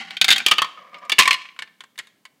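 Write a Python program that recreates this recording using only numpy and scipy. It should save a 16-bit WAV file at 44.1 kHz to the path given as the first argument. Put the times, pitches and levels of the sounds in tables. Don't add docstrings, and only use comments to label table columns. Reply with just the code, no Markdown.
import sys
import numpy as np
from scipy import signal
from scipy.io import wavfile

SR = 44100
rng = np.random.default_rng(int(sys.argv[2]) if len(sys.argv) > 2 else 0)


def persist_wave(psi):
    counts = np.round(np.clip(psi, -1, 1) * 32767).astype(np.int16)
    wavfile.write(sys.argv[1], SR, np.atleast_2d(counts).T)


N = 105840
TIME_S = np.arange(N) / SR
EDGES_HZ = np.geomspace(40, 18000, 25)
CENTRES_HZ = np.sqrt(EDGES_HZ[1:] * EDGES_HZ[:-1])


def from_db(db):
    return 10 ** (np.asarray(db) / 20)


def unit_rms(x):
    return x / np.sqrt(np.mean(x ** 2) + 1e-20)


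def at_hz(points, hz):
    points_hz, values = np.transpose(points)
    return np.interp(np.log(hz), np.log(points_hz), values)


def butterworth(x, hz, kind, order=2):
    return signal.sosfilt(signal.butter(order, hz, kind, fs=SR, output="sos"), x)


def noise_bands():
    white = rng.standard_normal((2, N))
    return np.array([butterworth(white[k % 2], EDGES_HZ[k:k + 2], "band")
                     for k in range(len(CENTRES_HZ))])


def band_gains(spectrum):
    gain = from_db(at_hz(spectrum, CENTRES_HZ))
    return gain / np.sqrt(np.sum(gain ** 2 * np.diff(EDGES_HZ)) * 2 / SR)


def decays(t60_s, t):
    return np.exp(-np.log(1000) * t / np.asarray(t60_s)[:, None])


# freq_hz, relative_density_db
BACKGROUND_SPECTRUM = [(30, -22), (100, -4), (190, 1.5), (400, -6.5), (1000, -13.5), (4000, -19),
                       (15000, -23)]


def background(level_db):
    return from_db(level_db) * band_gains(BACKGROUND_SPECTRUM) @ noise_bands()


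def rolling(envelope, resonances, bumps_per_s=7600, spread_db=1, flutter_db=1.6, flutter_hz=45):
    hits = rng.random(N) < bumps_per_s / SR
    bumps = hits * rng.standard_normal(N) * from_db(spread_db * rng.standard_normal(N))
    soft_bumps = butterworth(bumps + 1e-18, 6500, "low")
    rumble = np.zeros(N)
    for k, (hz, width_hz, gain_db) in enumerate(resonances):
        resonator = signal.iirpeak(hz, hz / width_hz, fs=SR)
        rumble += (-1) ** k * from_db(gain_db) * signal.lfilter(*resonator, soft_bumps)
    flutter = unit_rms(butterworth(rng.standard_normal(N), flutter_hz, "low"))
    level_db = np.interp(TIME_S, *np.transpose(envelope), left=-np.inf, right=-np.inf)
    return unit_rms(rumble) * from_db(level_db + flutter_db * flutter)


# time_s, level_db
TRACK_ENVELOPE = [(0, -29), (.04, -40), (.1, -46), (.13, -39.5), (.16, -48), (.2, -58), (.3, -35),
                  (.42, -34.5), (.46, -64)]
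# freq_hz, width_hz, gain_db
TRACK_RESONANCES = [(205, 36, -4.5), (781, 48, -3.5), (1150, 47, -6.5), (1434, 70, -2.5), (2030, 190, 0),
                    (2327, 107.5, -1.5), (2830, 390, -4.5), (3230, 130, -2.5), (3960, 980, -13)]


def track_ring_and_roll():
    return rolling(TRACK_ENVELOPE, TRACK_RESONANCES)


def ring_up(hz, t, rise_cycles=1.18):
    return 1 - np.exp(-t * hz[:, None] / rise_cycles)


def contact_tilt_db(hz, body_db, treble_db, body_hz=1160, body_width_oct=0.76):
    body = np.exp(-(np.log2(hz / body_hz) / body_width_oct) ** 2)
    return body_db * body + at_hz([(2900, 0), (7300, treble_db)], hz)


# freq_hz, relative_density_db
CRACK_SPECTRUM = [(1500, -33), (4000, -2.5), (8000, -4), (15000, -1.5)]
# freq_hz, base_t60_s
CLOUD_DECAY = [(150, 0.11), (1000, 0.049), (3000, 0.045), (6000, 0.041), (14000, 0.026)]


def knocks(events, modes, cloud_spectrum, crack_db, cloud_db, ring_db, cloud_t60_scale=1.0):
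    crack_t60_s, spot_t60_s = 0.0028, 0.055
    scatter_db, detune_ratio = 2.5, 0.015
    t = TIME_S[:SR // 5]
    mode_hz, mode_db, mode_t60_s = np.transpose(modes)
    bands = np.pad(noise_bands(), ((0, 0), (0, len(t))))
    crack = band_gains(CRACK_SPECTRUM) @ bands
    cloud = bands * band_gains(cloud_spectrum)[:, None]
    crack_fade, spot_fade = decays([crack_t60_s, spot_t60_s], t)
    mode_fade = decays(mode_t60_s, t) * ring_up(mode_hz, t)
    cloud_fade = decays(cloud_t60_scale * at_hz(CLOUD_DECAY, CENTRES_HZ), t) * ring_up(CENTRES_HZ, t)
    out = np.zeros(N + len(t))
    for start_s, level_db, body_db, treble_db, spot_hz, spot_db in events:
        start = int(start_s * SR)
        span = slice(start, start + len(t))
        scatter, detune, phase = rng.standard_normal((3, len(mode_hz)))
        detuned_hz = mode_hz * (1 + detune_ratio * detune)
        rings = np.sin(2 * np.pi * (detuned_hz[:, None] * t + phase[:, None]))
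        mode_tilt_db = contact_tilt_db(mode_hz, body_db, treble_db)
        cloud_tilt_db = contact_tilt_db(CENTRES_HZ, body_db, treble_db)
        knock = from_db(crack_db + treble_db) * crack[span] * crack_fade
        knock += from_db(spot_db) * np.sin(2 * np.pi * spot_hz * t) * spot_fade
        knock += from_db(ring_db + mode_db + scatter_db * scatter + mode_tilt_db) @ (rings * mode_fade)
        knock += from_db(cloud_db + cloud_tilt_db) @ (cloud[:, span] * cloud_fade)
        out[span] += from_db(level_db) * knock
    return out[:N]


# start_s, level_db, body_db, treble_db, spot_hz, spot_db
TRACK_HITS = [(.1065, -25.5, 2, -6.5, 2253, -5.5), (.1685, -19, -11.5, -10, 3160, -4),
              (.2135, -1.5, -11, -2.5, 2530, -8.5), (.2438, -10, -4, 4, 2310, -3.5),
              (.2815, -13, 8.5, 2, 3636, -2), (.288, -11, 0.5, 3.5, 2100, 2.5),
              (.3043, -6.5, -11, 2.5, 3643, 3.5), (.3125, -6.5, -1.5, -2, 3855, -2.5),
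              (.3235, -9, -9.5, 2.5, 3650, -2.5), (.330, -11, -14, -6.5, 3140, -1.5),
              (.3615, -18, 2, 1, 3226, 6.5), (.381, -23, 3, 10.5, 2540, 5), (.402, -24, 4.5, -7, 2380, 1)]
# freq_hz, level_db, t60_s
TRACK_RINGING = [(755, -18, .05), (1554, -13, 0.093), (1993, -13.5, .045), (2400, -7, 0.038),
                 (3260, -9, .045), (3680, -7, 0.058), (4480, -7.5, .028), (6650, -16, 0.047)]
# freq_hz, relative_density_db
TRACK_CLOUD = [(100, -28), (220, -22), (500, -31.5), (1200, -8), (1800, 2), (2800, -2), (3600, 1),
               (4400, -4), (5700, -13.5), (7000, -12), (9000, -15.5), (15000, -25)]


def track_knocks():
    return knocks(TRACK_HITS, TRACK_RINGING, TRACK_CLOUD, crack_db=-27, cloud_db=-0.5, ring_db=0)


# start_s, level_db, body_db, treble_db, spot_hz, spot_db
CHUTE_HITS = [(.4633, -4.5, -8, 0.5, 3128, 1.5), (.4835, -14.5, -3, -0.5, 2370, -2),
              (.5122, -11.5, -1.5, 1.5, 1253, -9.5), (.5148, -6, 0.5, -6, 3084, -3.5),
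              (.5205, -11, -3.5, -16, 2940, -3.5), (.537, -25, -2.5, -0.5, 2720, 2),
              (.5825, -11.5, 2, -4.5, 3014, 0.5), (.589, -16.5, -6, -17, 2590, -0.5),
              (.6192, -10.5, 4, -1.5, 1116, 0), (.645, -23, 7, -7, 1070, -1),
              (.775, -46, 11.5, -25, 1243, 10.5), (.9435, -31.5, 2.5, -17, 2205, -2.5),
              (1.096, -17.5, 4.5, 2.5, 2330, -3.5), (1.119, -9, -9, -6.5, 3510, -2),
              (1.122, -18, -7, -4, 2266, 2.5)]
# freq_hz, level_db, t60_s
CHUTE_RINGING = [(1079, -11.5, .045), (1229, -13, 0.096), (1787, -15.5, 0.091), (2346, -16, .07),
                 (2740, -9, 0.0447), (2940, -12.5, 0.073), (3105, -9.5, 0.055), (3335, -14.5, 0.099),
                 (4605, -14.5, 0.081)]
# freq_hz, relative_density_db
CHUTE_CLOUD = [(100, -36.5), (220, -24), (600, -18), (1150, -4), (1500, -4.5), (2400, -2), (3100, 3),
               (3900, -6), (5500, -9), (9000, -15), (15000, -24.5)]


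def chute_knocks():
    return knocks(CHUTE_HITS, CHUTE_RINGING, CHUTE_CLOUD, crack_db=-16, cloud_db=-1.5, ring_db=1.5)


# time_s, level_db
CHUTE_ENVELOPE = [(.6, -52.5), (.66, -48), (.76, -54.5), (.778, -43.5), (.83, -46.5), (.91, -52.5),
                  (.96, -39.5), (1.01, -51.5), (1.035, -39), (1.08, -47.5), (1.16, -61.5)]
# freq_hz, width_hz, gain_db
CHUTE_RESONANCES = [(194, 27, -6.5), (540, 80, -4), (740, 69, -6), (980, 28, 1), (1177, 87, 6),
                    (1239, 22, 8), (1620, 400, -14.5), (2270, 180, -5), (3000, 620, -16.5),
                    (5960, 3400, -33)]


def chute_roll():
    return rolling(CHUTE_ENVELOPE, CHUTE_RESONANCES)


# start_s, level_db, body_db, treble_db, spot_hz, spot_db
CHUTE_TICKS = [(.984, -45.5, -9.5, 2, 5260, -6), (1.051, -49.5, -1.5, 11, 2293, -6)]
# start_s, level_db, body_db, treble_db, spot_hz, spot_db
TRAY_CLICKS = [(1.563, -42.5, 6, -10, 1090, -5.5), (1.5902, -23, -2, -0.5, 2244, -3),
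               (1.622, -22, -3, -5.5, 1764, -4.5), (1.675, -39.5, -2.5, -16, 2290, -15),
               (1.806, -29.5, -3, -2.5, 2230, -10), (1.838, -40, 6, 3, 1060, -3.5),
               (1.957, -51, 0, 0, 2000, -6), (1.9783, -33.5, 2, 6, 3690, -3),
               (1.9882, -24, -6, 8, 2148, -5.5), (1.9947, -29, -5.5, -27, 1908, 2.5),
               (2.071, -44.5, 1, 4, 3710, -5), (2.2527, -32.5, -2, 0.5, 1980, -9.5)]
# freq_hz, level_db, t60_s
CLICK_RINGING = [(1066, -7.5, 0.031), (1800, -11.5, 0.024), (2200, -11.5, 0.039), (2924, -9, .022),
                 (3480, -13, .02), (4452, -15, 0.025)]
# freq_hz, relative_density_db
CLICK_CLOUD = [(100, -18), (750, -12), (1100, -3), (1400, 7.5), (2000, 3), (3800, 1), (5500, -12.5),
               (7000, -6.5), (10000, -16), (15000, -45)]


def marble_clicks():
    return knocks(CHUTE_TICKS + TRAY_CLICKS, CLICK_RINGING, CLICK_CLOUD,
                  crack_db=-18, cloud_db=-3, ring_db=3, cloud_t60_scale=1.065)


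# start_s, level_db, body_db, treble_db, spot_hz, spot_db
TRAY_HITS = [(1.1837, -6.5, -7, -12, 2255, -9.5), (1.1885, 0, 4.5, 6.5, 1747, -4.5),
             (1.1955, -9, -2.5, -2, 2755, -4), (1.201, -8, 2, -3.5, 1113, -1.5),
             (1.208, -10.5, -4, -3, 3200, 0.5), (1.2217, -10.5, -8, -5.5, 2480, 2.5),
             (1.232, -17.5, 4.5, 0, 2120, -1), (1.256, -12, -3, -8, 2270, 0),
             (1.2765, -5.5, 5, -2, 1848, -3.5), (1.3082, -5.5, 2.5, -3.5, 2400, -11),
             (1.329, -13, -7, -3, 2900, -7), (1.341, -15, -2, -7.5, 2880, -4.5),
             (1.418, -34.5, -15, -9, 2290, -0.5), (1.454, -30, -3.5, -28, 2280, -5),
             (1.488, -34, -15, -25, 2320, -2.5)]
# freq_hz, level_db, t60_s
TRAY_RINGING = [(1032, -14.5, 0.14), (1125, -10, 0.06), (1792, -19, 0.018), (2010, -14, .055),
                (2228, -12, 0.064), (2739, -12, 0.055), (3214, -18, 0.031), (3690, -21.5, 0.05),
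                (4198, -10, .045)]
# freq_hz, relative_density_db
TRAY_CLOUD = [(100, -32.5), (250, -24), (450, -23.5), (800, -11.5), (1050, -4), (1400, -3.5), (2200, 10),
              (4200, 2.5), (5600, -2.5), (9000, -6.5), (15000, -18.5)]


def tray_crash():
    return knocks(TRAY_HITS, TRAY_RINGING, TRAY_CLOUD,
                  crack_db=-27, cloud_db=-2, ring_db=0.5, cloud_t60_scale=1.1)


# freq_hz, t60_s
REVERB_DECAY = [(150, 0.15), (500, 0.51), (2000, 0.47), (6000, .5), (14000, 0.33)]
# freq_hz, gain_db
REVERB_SEND = [(150, -1), (500, -14), (1500, -15), (4000, -16.5), (12000, -23)]


def room(x, delay_s=0.0093, build_s=0.0034, echo_s=0.008, echo_width_s=0.0067, echo_db=11.5):
    t60_s = at_hz(REVERB_DECAY, CENTRES_HZ)
    gains = from_db(at_hz(REVERB_SEND, CENTRES_HZ)) * np.sqrt(2 * np.log(1000) / (t60_s * SR))
    tail = gains @ (noise_bands() * decays(t60_s, TIME_S))
    onset = np.clip((TIME_S - delay_s) / build_s, 0, 1)
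    wall_swell = from_db(echo_db * np.exp(-((TIME_S - echo_s) / echo_width_s) ** 2))
    return signal.fftconvolve(x, tail * onset * wall_swell)[:N]


def scene():
    impacts = track_knocks() + chute_knocks() + tray_crash() + marble_clicks()
    run = impacts + track_ring_and_roll() + chute_roll()
    return (run + background(level_db=-66.5) + room(run))[None]


def record(dry):
    bass_hz, coupling_hz, top_hz = 136, 70, 16000
    clip_level = 0.71
    thin = butterworth(dry, bass_hz, "high")
    clipped = thin / (1 + (thin / clip_level) ** 6) ** (1 / 6)
    coupled = butterworth(clipped, coupling_hz, "high", order=1)
    return signal.sosfiltfilt(signal.butter(16, top_hz, fs=SR, output="sos"), coupled)


dry = scene()
out = record(dry)
persist_wave(out)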